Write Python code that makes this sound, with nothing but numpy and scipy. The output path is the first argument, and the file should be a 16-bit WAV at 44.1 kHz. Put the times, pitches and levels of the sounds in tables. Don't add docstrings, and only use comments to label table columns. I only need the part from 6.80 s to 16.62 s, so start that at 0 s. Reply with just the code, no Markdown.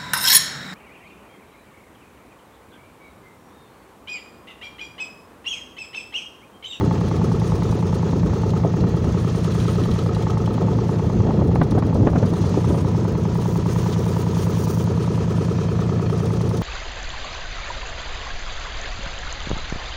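import sys
import numpy as np
from scipy import signal
from scipy.fft import rfft, irfft, next_fast_len
from scipy.io import wavfile
from scipy.ndimage import uniform_filter1d, minimum_filter1d

SR = 44100
rng = np.random.default_rng(int(sys.argv[2]) if len(sys.argv) > 2 else 0)


def to_wav(s):
    ch = np.atleast_2d(s).T
    pcm = np.round(np.clip(ch, -1, 1) * 32767)
    wavfile.write(sys.argv[1], SR, pcm.astype(np.int16))


N = 433062
T = np.arange(N) / SR
FFT_SIZE = next_fast_len(N + 8192)
LOG_HZ = np.log(np.fft.rfftfreq(FFT_SIZE, 1 / SR) + 1)
CALM_DB = -37

# time in seconds, relative level in dB.
WASH_LEVEL = [(0, -43.5), (0.7, -42), (2.05, -44.5), (2.5, -41.5), (2.84, -38.5), (3.2, -41.5), (3.72, -46),
              (4.2, -42.5), (4.8, -49), (5.36, -44), (5.69, -39.5), (5.93, -41), (6.05, -42.5),
              (6.37, -44.5), (6.97, -40), (7.0, -38.5), (7.14, -37), (7.17, -41.5), (7.55, -38.5),
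              (7.68, -39), (7.9, -41.5), (8.04, -42), (8.07, -41), (9.03, -43), (9.82, -42)]
WIND_LEVEL = [(0, -18), (.15, -29), (.4, -21), (.62, -29.5), (.73, -24), (.85, -25.5), (1.2, -31),
              (1.47, -22), (1.68, -27), (1.82, -21), (1.91, -35), (2.02, -15.5), (2.12, -29), (2.27, -18.5),
              (2.45, -39), (3.1, -23), (3.4, -39), (3.68, -28), (3.82, -19.5), (4.05, -28.5), (4.22, -26.5),
              (4.35, -20), (4.6, -16.5), (4.72, -21), (4.88, -24), (4.94, -17), (5.05, -23.5),
              (5.25, -12.5), (5.45, -18), (5.55, -25.5), (5.7, -20.5), (5.82, -35), (5.92, -14),
              (6.02, -26), (6.2, -24), (6.6, CALM_DB), (9.82, CALM_DB)]
DEEP_WIND_LEVEL = [(0, -31.5), (3.6, -34.5), (4, -37), (4.7, -31), (5.5, -36), (5.9, -43), (6.3, -36),
                   (7, -34), (7.4, -42), (9.82, -39)]
TICK_LEVEL = [(0, -53), (.55, -48), (1.8, -58), (2.5, -53), (2.7, -57), (3.65, -54), (3.9, -62), (4.3, -77),
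              (4.9, -45.5), (5.25, -55), (5.55, -47.5), (7, -69), (8.5, -76), (9.3, -55), (9.5, -51.5),
              (9.82, -46)]
PUFF_LEVEL = [(0, -57.5), (3.5, -58), (4.9, -60), (6, -57.5), (9.82, -57.5)]
# frequency in Hz, gain in dB.
WASH_TONE = [(710, -6.5), (1200, 0), (1290, -5), (1470, -6), (1750, -8.5), (2150, -11.5), (2940, -11),
             (3170, -10.5), (4880, -13), (6450, -11), (7920, -23), (9020, -20.5), (13400, -41),
             (15100, -25), (15800, -46)]
WIND_TONE = [(20, -52), (40, -17), (80, 4.5), (150, 3), (300, -3.5), (600, -20), (1200, -53), (2500, -95),
             (7000, -101)]
DEEP_WIND_TONE = [(20, -19), (40, -1), (60, 13.5), (85, 5), (130, -39), (400, -95)]
FLAPPING_TONE = [(200, -15), (450, 3), (800, -6), (1500, -24.5), (3000, -44), (8000, -96)]
WIND_CRACK_TONE = [(300, 6), (900, 26), (2000, 8), (4000, -4.5), (8000, -23), (10000, -40)]
TICKING_TONE = [(1500, 7), (2800, 3), (3700, 16), (4600, 14), (6000, 15), (7500, 4), (9000, 9), (12000, -2),
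                (13500, -21), (15200, 4)]
GAS_TONE = [(7000, -30), (8500, -1), (10500, -3), (12000, -8), (13400, -11), (14500, 0), (15700, 0)]
ENGINE_BLUR_TONE = [(40, -27), (90, -1), (130, 2), (200, -9.5), (250, -16.5), (285, -2.5), (350, -12),
                    (440, -7.5), (492, -7), (540, -10.5), (620, -16.5), (900, -20), (1300, -22),
                    (1600, -31), (2200, -31.5), (3500, -45), (7000, -97)]
# start in seconds, strength in dB, treble against bass in dB.
BUFFETS = [(.725, -33, -32), (0.891, -33, -28), (1.846, -19, -36), (2.022, -37, -30), (2.25, -30, -35),
           (2.289, -33, -33), (3.817, -22.5, -32), (4.487, -20.5, -21), (4.589, -22, -19),
           (4.619, -23.5, -17), (4.69, -24, -20), (4.756, -24, -14), (4.812, -17, -6), (4.951, -24, -27),
           (4.975, -14, -16.5), (5.024, -25.5, -7), (5.15, -19.5, -28), (5.229, -24, -31),
           (5.269, -12, -11), (5.355, -21, -8), (5.426, -19.5, -11), (5.526, -22.5, -28),
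           (5.772, -18.5, -26), (5.942, -28.5, -37)]
# start in seconds, strength in dB.
WIND_CRACKS = [(4.507, -33), (4.7577, -25), (4.7634, -30), (4.8155, -20), (4.824, -32), (4.981, -22.5),
               (5.024, -28), (5.2675, -28), (5.273, -20), (5.43, -28)]
TICK_CLINKS = [(0.3641, -44), (1.703, -38), (2.4882, -45), (2.6424, -34), (2.7197, -35), (2.799, -36),
               (2.8784, -35), (2.9552, -41), (3.035, -36), (3.1128, -35), (3.188, -33.5), (3.3473, -34),
               (3.4236, -37), (3.5024, -35.5), (3.6586, -35), (3.739, -36.5)]
LONE_SLIPS = [(6.9307, -38), (7.4171, -43), (7.4859, -46), (7.5278, -46), (7.9084, -39), (8.0395, -41)]
# start and length in seconds, strength in dB, first and last slips a second.
CREAK_RUNS = [(6.28, 0.19, -47, 22, 14), (6.546, 0.23, -43.5, 30, 140), (6.868, 0.28, -44, 60, 140),
              (7.181, 0.24, -43.5, 74, 110), (7.399, 0.14, -46, 70, 51), (7.572, .1, -42.5, 150, 160),
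              (7.689, 0.26, -42, 156, 170), (7.955, 0.092, -42.5, 130, 69)]
# frequency in Hz, width in Hz, gain in dB.
CLINK_BANDS = [(3260, 830, 15.3), (3940, 57, 20), (5330, 260, 6.6)]
CREAK_BANDS = [(4730, 130, 7.5), (5900, 760, 7), (6670, 630, 7.5), (8860, 650, 5.5), (10400, 300, -3),
               (11700, 840, -1), (13100, 700, -6), (14700, 600, 5), (15400, 500, 4)]
PANEL_A_BANDS = [(1857, 70, 1.5), (2727, 75, -1.5), (3304, 110, -3.5), (4070, 93, -3.5)]
PANEL_B_BANDS = [(1750, 67, 3.5), (2400, 70, -0.5), (2530, 55, 1), (3140, 36, 1.5), (3780, 47, -5.5),
                 (4290, 46, -2.5)]
COVER_HUM_BANDS = [(878, 6, -27)]
# time in seconds, gains of A and B in dB.
PANEL_LEVELS = [(0, -31, -40), (.6, -41.5, -39.5), (2, -36, -44), (2.8, -33.5, -39.5), (3.8, -37, -41),
                (5, -38, -46), (6.5, -41, -40.5), (8, -42, -40), (9, -42, -33.5), (9.82, -44, -39)]
# time in seconds, turns a minute.
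CRANK_RPM = [(0, 1193.0), (0.8, 1171.5), (1.3, 1187.2), (2.8, 1179.4), (3.7, 1153.9), (4.4, 1154.7),
             (6, 1180.2), (7.4, 1187.9), (8.6, 1178.8), (9.4, 1160.8), (9.9, 1158.6)]
# frequency in Hz, time to fall 60 dB in seconds, gain in dB, signed weight.
EXHAUST_MODES = [(61.7, 0.31, -43.5, -1), (101.4, 0.2503, -19.4, 1), (114.5, 0.31, -27.2, 1),
                 (175.8, 0.31, -10.0, -1), (208.2, 0.31, -20.3, 1), (240.6, 0.31, -21.0, -1)]
BLOCK_MODES = [(324, .3, -18.3, -1), (351.4, .276, 0, 1), (387.4, .0753, 10.8, 1), (425.9, .0283, 19.1, -1),
               (469.6, .118, 4.3, 1), (545, .12, 1, 1), (660, .0333, 7.5, -1)]
HEAD_MODES = [(721, 0.05, -13.5, -0.76), (947, 0.013, 4.5, 0.46), (992, 0.038, 12.5, -0.15),
              (1219.4, 0.011, 17, -0.8), (1269, 0.0088, 18.5, 0.83), (1421, 0.011, 9.5, -0.53),
              (1696, 0.032, -0.5, -0.23), (2044, 0.012, 4, 0.36)]
TAPPET_MODES = [(1276, 0.051, 13.2, 0.59), (1080, 0.031, 1.9, -0.5)]
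COVER_MODES = [(879.5, 0.047, -29.5, 0.71), (1088, 0.042, -34, 0.69), (2030, 0.016, -35, 0.84)]
LOW_KNOCK_MODES = [(255, .03, 0, 1)]
MID_KNOCK_MODES = [(520, .05, 0, 1)]
# crank angle in degrees, strength in dB, brightness in dB per octave.
EXHAUST_BLOWS = [(-23.7, -1.2, -5.6), (111.1, -5.2, 8.9), (208.1, -4.3, -9.1), (352.3, -14.1, 6.0),
                 (443.5, -0.5, -9.5), (574.5, -8.5, 0.5)]
BLOCK_BLOWS = [(-51.1, .3, 17.5), (131.4, 5.8, -10), (242.8, 0, -18), (285.4, 5.3, 8), (452.3, -13, 18),
               (511.2, -5, 18), (659.6, 0, -15.7)]
HEAD_BLOWS = [(-39.5, 11, 3), (210, 5, -20), (315, 4, -19), (422, 6, -3), (575, -19, 1)]
TAPPET_BLOWS = [(177.6, 9.6, 0.0045), (400, 0.5, 0)]
COVER_BLOWS = [(-37, 9, 1), (312.5, 1.5, -8), (421.5, -6, 3)]
LOW_KNOCK_BLOWS = [(-32, -8.2, 0), (35, -13.3, 0), (161, -17, 0), (357, -12.5, 0), (514, -15.5, 0)]
MID_KNOCK_BLOWS = [(-58, -5, 0), (85, -9.2, 0), (251, -5.7, 0), (342, -8.1, 0), (447, -5.2, 0)]
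# time in seconds, then gains in dB for head, tappet, the head's ring near 900 Hz and cover.
ENGINE_TOP_LEVELS = [(0, 11.5, -2, -11, 16), (.5, 6, 1, -5, 13.5), (1.1, 7, -4.5, 5.5, 12.5),
                     (2, 6, -1, -2, 12), (2.6, 6, 0, -3, 6), (3.1, 7.5, 3, -3, 6), (3.5, 10, 4, -6, 15),
                     (3.9, 8.5, -5, 0.5, 14.5), (5, 3.5, -7, 1, 11), (6, 6, -4, 7, 10),
                     (7, 5, -5.5, 8.5, 9.5), (8.2, 5.5, -1.5, 7, 6), (9, 9.5, 0, -2, -1),
                     (9.9, 7, -1, -3, 15)]


def amp(db):
    return 10 ** (np.asarray(db) / 20)


def unit_rms(x):
    return x / np.sqrt(np.mean(x ** 2) + 1e-20)


def noise():
    return rng.standard_normal(N)


def curve(rows, column=1):
    table = np.transpose(rows)
    return np.interp(T, table[0], table[column])


def coloured(x, points):
    hz, db = np.transpose(points)
    return irfft(rfft(x, FFT_SIZE) * amp(np.interp(LOG_HZ, np.log(hz), db)), FFT_SIZE)[:N]


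def ringing(x, bands):
    return sum(amp(db) * signal.lfilter(*signal.iirpeak(hz, hz / width, SR), x)
               for hz, width, db in bands)


def wander(seconds):
    size = max(round(seconds * SR), 2)
    return unit_rms(uniform_filter1d(uniform_filter1d(noise(), size), size))


def clicks(seconds, gains):
    at = np.round(seconds * SR).astype(int)
    inside = (at >= 0) & (at < N)
    return np.bincount(at[inside], gains[inside], N)


def bursts(triggers, t60):
    fall, rise = amp(-60 / (t60 * SR)), amp(-60 * 7.8 / (t60 * SR))
    decay = signal.lfilter([1], [1, -fall], triggers)
    return signal.lfilter([1 - rise], [1, -rise], decay) * noise()


def cycles(start_deg=-109.4):
    return start_deg / 720 + np.cumsum(curve(CRANK_RPM)) / 120 / SR


def wash(full_fizz_db=-41.5):
    real, imag, patches = rng.standard_normal((N // 128 + 5, 257, 3)).T
    patches = unit_rms(uniform_filter1d(uniform_filter1d(patches, 6, axis=0), 12, axis=1))
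    hiss = signal.istft((real + 1j * imag) * amp(1.55 * patches), nperseg=512, noverlap=384)[1][:N]
    drops = (rng.random(N) < 300 / SR) * amp(2.4 * np.minimum(rng.exponential(1, N), 4))
    throb = amp(0.98 * np.cos(2 * np.pi * (cycles() - .4)) + 1.66 * wander(0.012))
    water = throb * unit_rms(hiss) + 0.24 * unit_rms(bursts(drops, t60=0.0065))
    water = unit_rms(coloured(water, WASH_TONE))
    fizz = coloured(water, [(6500, -60), (8500, 0)])
    level_db = curve(WASH_LEVEL)
    fizz_gain = amp(np.minimum(3.5 * (level_db - full_fizz_db), 0) + 3.6 * wander(0.026))
    return amp(level_db) * (water + (fizz_gain - 1) * fizz)


def wind():
    wind_db = curve(WIND_LEVEL)
    lumps = amp(3 * wander(0.012) + 1.5 * wander(0.033))
    rumble = amp(wind_db) * unit_rms(coloured(lumps * noise(), WIND_TONE))
    deep = amp(curve(DEEP_WIND_LEVEL)) * unit_rms(coloured(noise(), DEEP_WIND_TONE))
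    starts, db, treble_db = np.transpose(BUFFETS)
    bass = coloured(bursts(clicks(starts, amp(db)), t60=0.069),
                    [(60, 19), (150, 31), (400, 22.5), (700, 18), (1200, 1.5), (2500, -75), (7000, -71)])
    treble = coloured(bursts(clicks(starts, amp(db + treble_db)), t60=0.085),
                      [(500, 10), (1200, 18.5), (2500, 0), (4500, -14), (9000, -44)])
    starts, db = np.transpose(WIND_CRACKS)
    cracks = coloured(bursts(clicks(starts, amp(db)), t60=0.0092), WIND_CRACK_TONE)
    flapping = unit_rms(coloured(amp(4.5 * wander(.008)) * noise(), FLAPPING_TONE))
    flapping_db = -34 + 1.3 * (wind_db + 17.5)
    return rumble + amp(flapping_db) * flapping + deep + bass + treble + cracks


def tick(first_s=.048, per_second=12.756):
    starts = np.arange(first_s, N / SR, 1 / per_second)
    taps = clicks(starts, amp(2.4 * rng.standard_normal(len(starts))))
    clink_starts, db = np.transpose(TICK_CLINKS)
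    clink = ringing(bursts(clicks(clink_starts, amp(db - 4)), t60=.045), CLINK_BANDS)
    body = coloured(bursts(taps, t60=.07), [(6500, 1), (8000, -2)])
    edge = amp(6) * coloured(bursts(taps, t60=0.016), [(6000, -23), (8000, -1)])
    return coloured(amp(curve(TICK_LEVEL)) * (body + edge), TICKING_TONE) + clink


def creak():
    slips, uneven, force = np.zeros(N), wander(0.012), amp(0.64 * noise())
    for start, length, db, first_pace, last_pace in CREAK_RUNS:
        pace = first_pace + (last_pace - first_pace) * (T - start) / length
        sliding = (T >= start) & (T < start + length)
        slip_count = np.ceil(np.cumsum(sliding * pace * (1 + 0.31 * uneven * pace / 100)) / SR)
        slips += amp(db) * (np.diff(slip_count, prepend=0) > 0)
    starts, db = np.transpose(LONE_SLIPS)
    snaps = bursts(clicks(starts, amp(db)), t60=0.026)
    runs = bursts(slips * force * amp(0.76 * wander(0.053)), t60=.024)
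    return ringing(snaps + runs, CREAK_BANDS)


def gas_puffs(peak_deg=170, rise_deg=70, fall_db=12):
    since_peak = (cycles() - peak_deg / 720) % 1
    rise = np.clip((since_peak - 1) * 720 / rise_deg + 1, 0, 1)
    shape_db = -fall_db * np.sqrt(since_peak) * (1 - rise) + 3.2 * wander(.012)
    return amp(curve(PUFF_LEVEL) + shape_db) * unit_rms(coloured(noise(), GAS_TONE))


def panels():
    fits = amp(2.2 * wander(0.0088) + 2.4 * np.cos(2 * np.pi * 3 * (cycles() + 0.037)))
    shake = fits * coloured(noise(), [(5000, 0), (9000, -30)])
    return (amp(curve(PANEL_LEVELS)) * ringing(shake, PANEL_A_BANDS)
            + amp(curve(PANEL_LEVELS, column=2)) * ringing(shake, PANEL_B_BANDS))


def struck(modes, blows, band_hz, soft_s, jitter_s, jitter_db):
    low, mid, high = band_hz
    size, phase = next_fast_len(N + SR), cycles()
    bins = slice(1, size // 16)
    hz = np.fft.rfftfreq(size, 1 / SR)[bins]
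    s = 2j * np.pi * hz
    cycle_numbers, drive = np.arange(int(phase[-1]) + 2), 0
    for deg, db, tilt_db in blows:
        late, force = rng.standard_normal((len(cycle_numbers), 2)).T
        starts = np.interp(cycle_numbers + deg / 720, phase, T, -1, -1) + jitter_s * late
        brightness = amp(tilt_db * np.log2(np.clip(hz, low, high) / mid))
        drive += brightness * rfft(clicks(starts, amp(db + jitter_db * force)), size)[bins]
    ring = sum(weight * amp(db) * 2 * np.pi * f / ((s + np.log(1000) / t60) ** 2 + (2 * np.pi * f) ** 2)
               for f, t60, db, weight in modes)
    band = 1 / np.sqrt((1 + (low / hz) ** 16) * (1 + (hz / high) ** 16))
    softness = 1 / (1 + s * soft_s) ** 2
    return SR * irfft(np.r_[0, drive * ring * band * softness], size)[:N]


def diesel():
    exhaust = struck(EXHAUST_MODES, EXHAUST_BLOWS, (64, 150, 300),
                     soft_s=.00094, jitter_s=.00012, jitter_db=.8)
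    block = struck(BLOCK_MODES, BLOCK_BLOWS, (285, 420, 650), .00294, .00004, .6)
    head = struck(HEAD_MODES, HEAD_BLOWS, (650, 1000, 2650), .0019, .00008, 1.5)
    tappet = struck(TAPPET_MODES, TAPPET_BLOWS, (900, 1275, 1700), .0019, .0001, 2.2)
    cover = struck(COVER_MODES, COVER_BLOWS, (650, 1000, 2650), .00034, .00006, .9)
    low_knock = struck(LOW_KNOCK_MODES, LOW_KNOCK_BLOWS, (225, 270, 325), .001, .0001, 1)
    mid_knock = struck(MID_KNOCK_MODES, MID_KNOCK_BLOWS, (472, 550, 640), .001, .0001, 2)
    throb = amp(0.73 * np.cos(2 * np.pi * 3 * (cycles() - .05)) + 1.55 * wander(0.015))
    blur = amp(-32) * unit_rms(coloured(throb * noise(), ENGINE_BLUR_TONE))
    cover += ringing(noise(), COVER_HUM_BANDS)
    head_gain, tappet_gain, ring_gain, cover_gain = (
        amp(curve(ENGINE_TOP_LEVELS, column)) for column in (1, 2, 3, 4))
    head += (ring_gain - 1) * coloured(head, [(780, -30), (860, 0), (1000, 0), (1120, -40)])
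    top = head_gain * head + tappet_gain * tappet + cover_gain * cover
    return blur + amp(1.55) * exhaust + block + low_knock + mid_knock + top


def scene():
    return (diesel() + gas_puffs() + panels() + wind() + wash() + tick() + creak())[None]


def record(dry, threshold_db=-6.4, release_db_per_s=60, cutoff_hz=15830):
    peak_db = 20 * np.log10(-minimum_filter1d(-abs(dry[0]), 200) + 1e-9)
    release = T * release_db_per_s
    held_db = np.maximum.accumulate(peak_db + release) - release
    over_db = np.maximum(held_db - threshold_db, 0)
    ducked = dry / amp(0.5 * uniform_filter1d(over_db, 200))
    rounded = .75 * np.tanh(ducked / .75)
    lowpass = signal.firwin(511, cutoff_hz, window=("kaiser", 9), fs=SR)
    return signal.oaconvolve(rounded, lowpass[None], "same")


dry = scene()
out = record(dry)
to_wav(out)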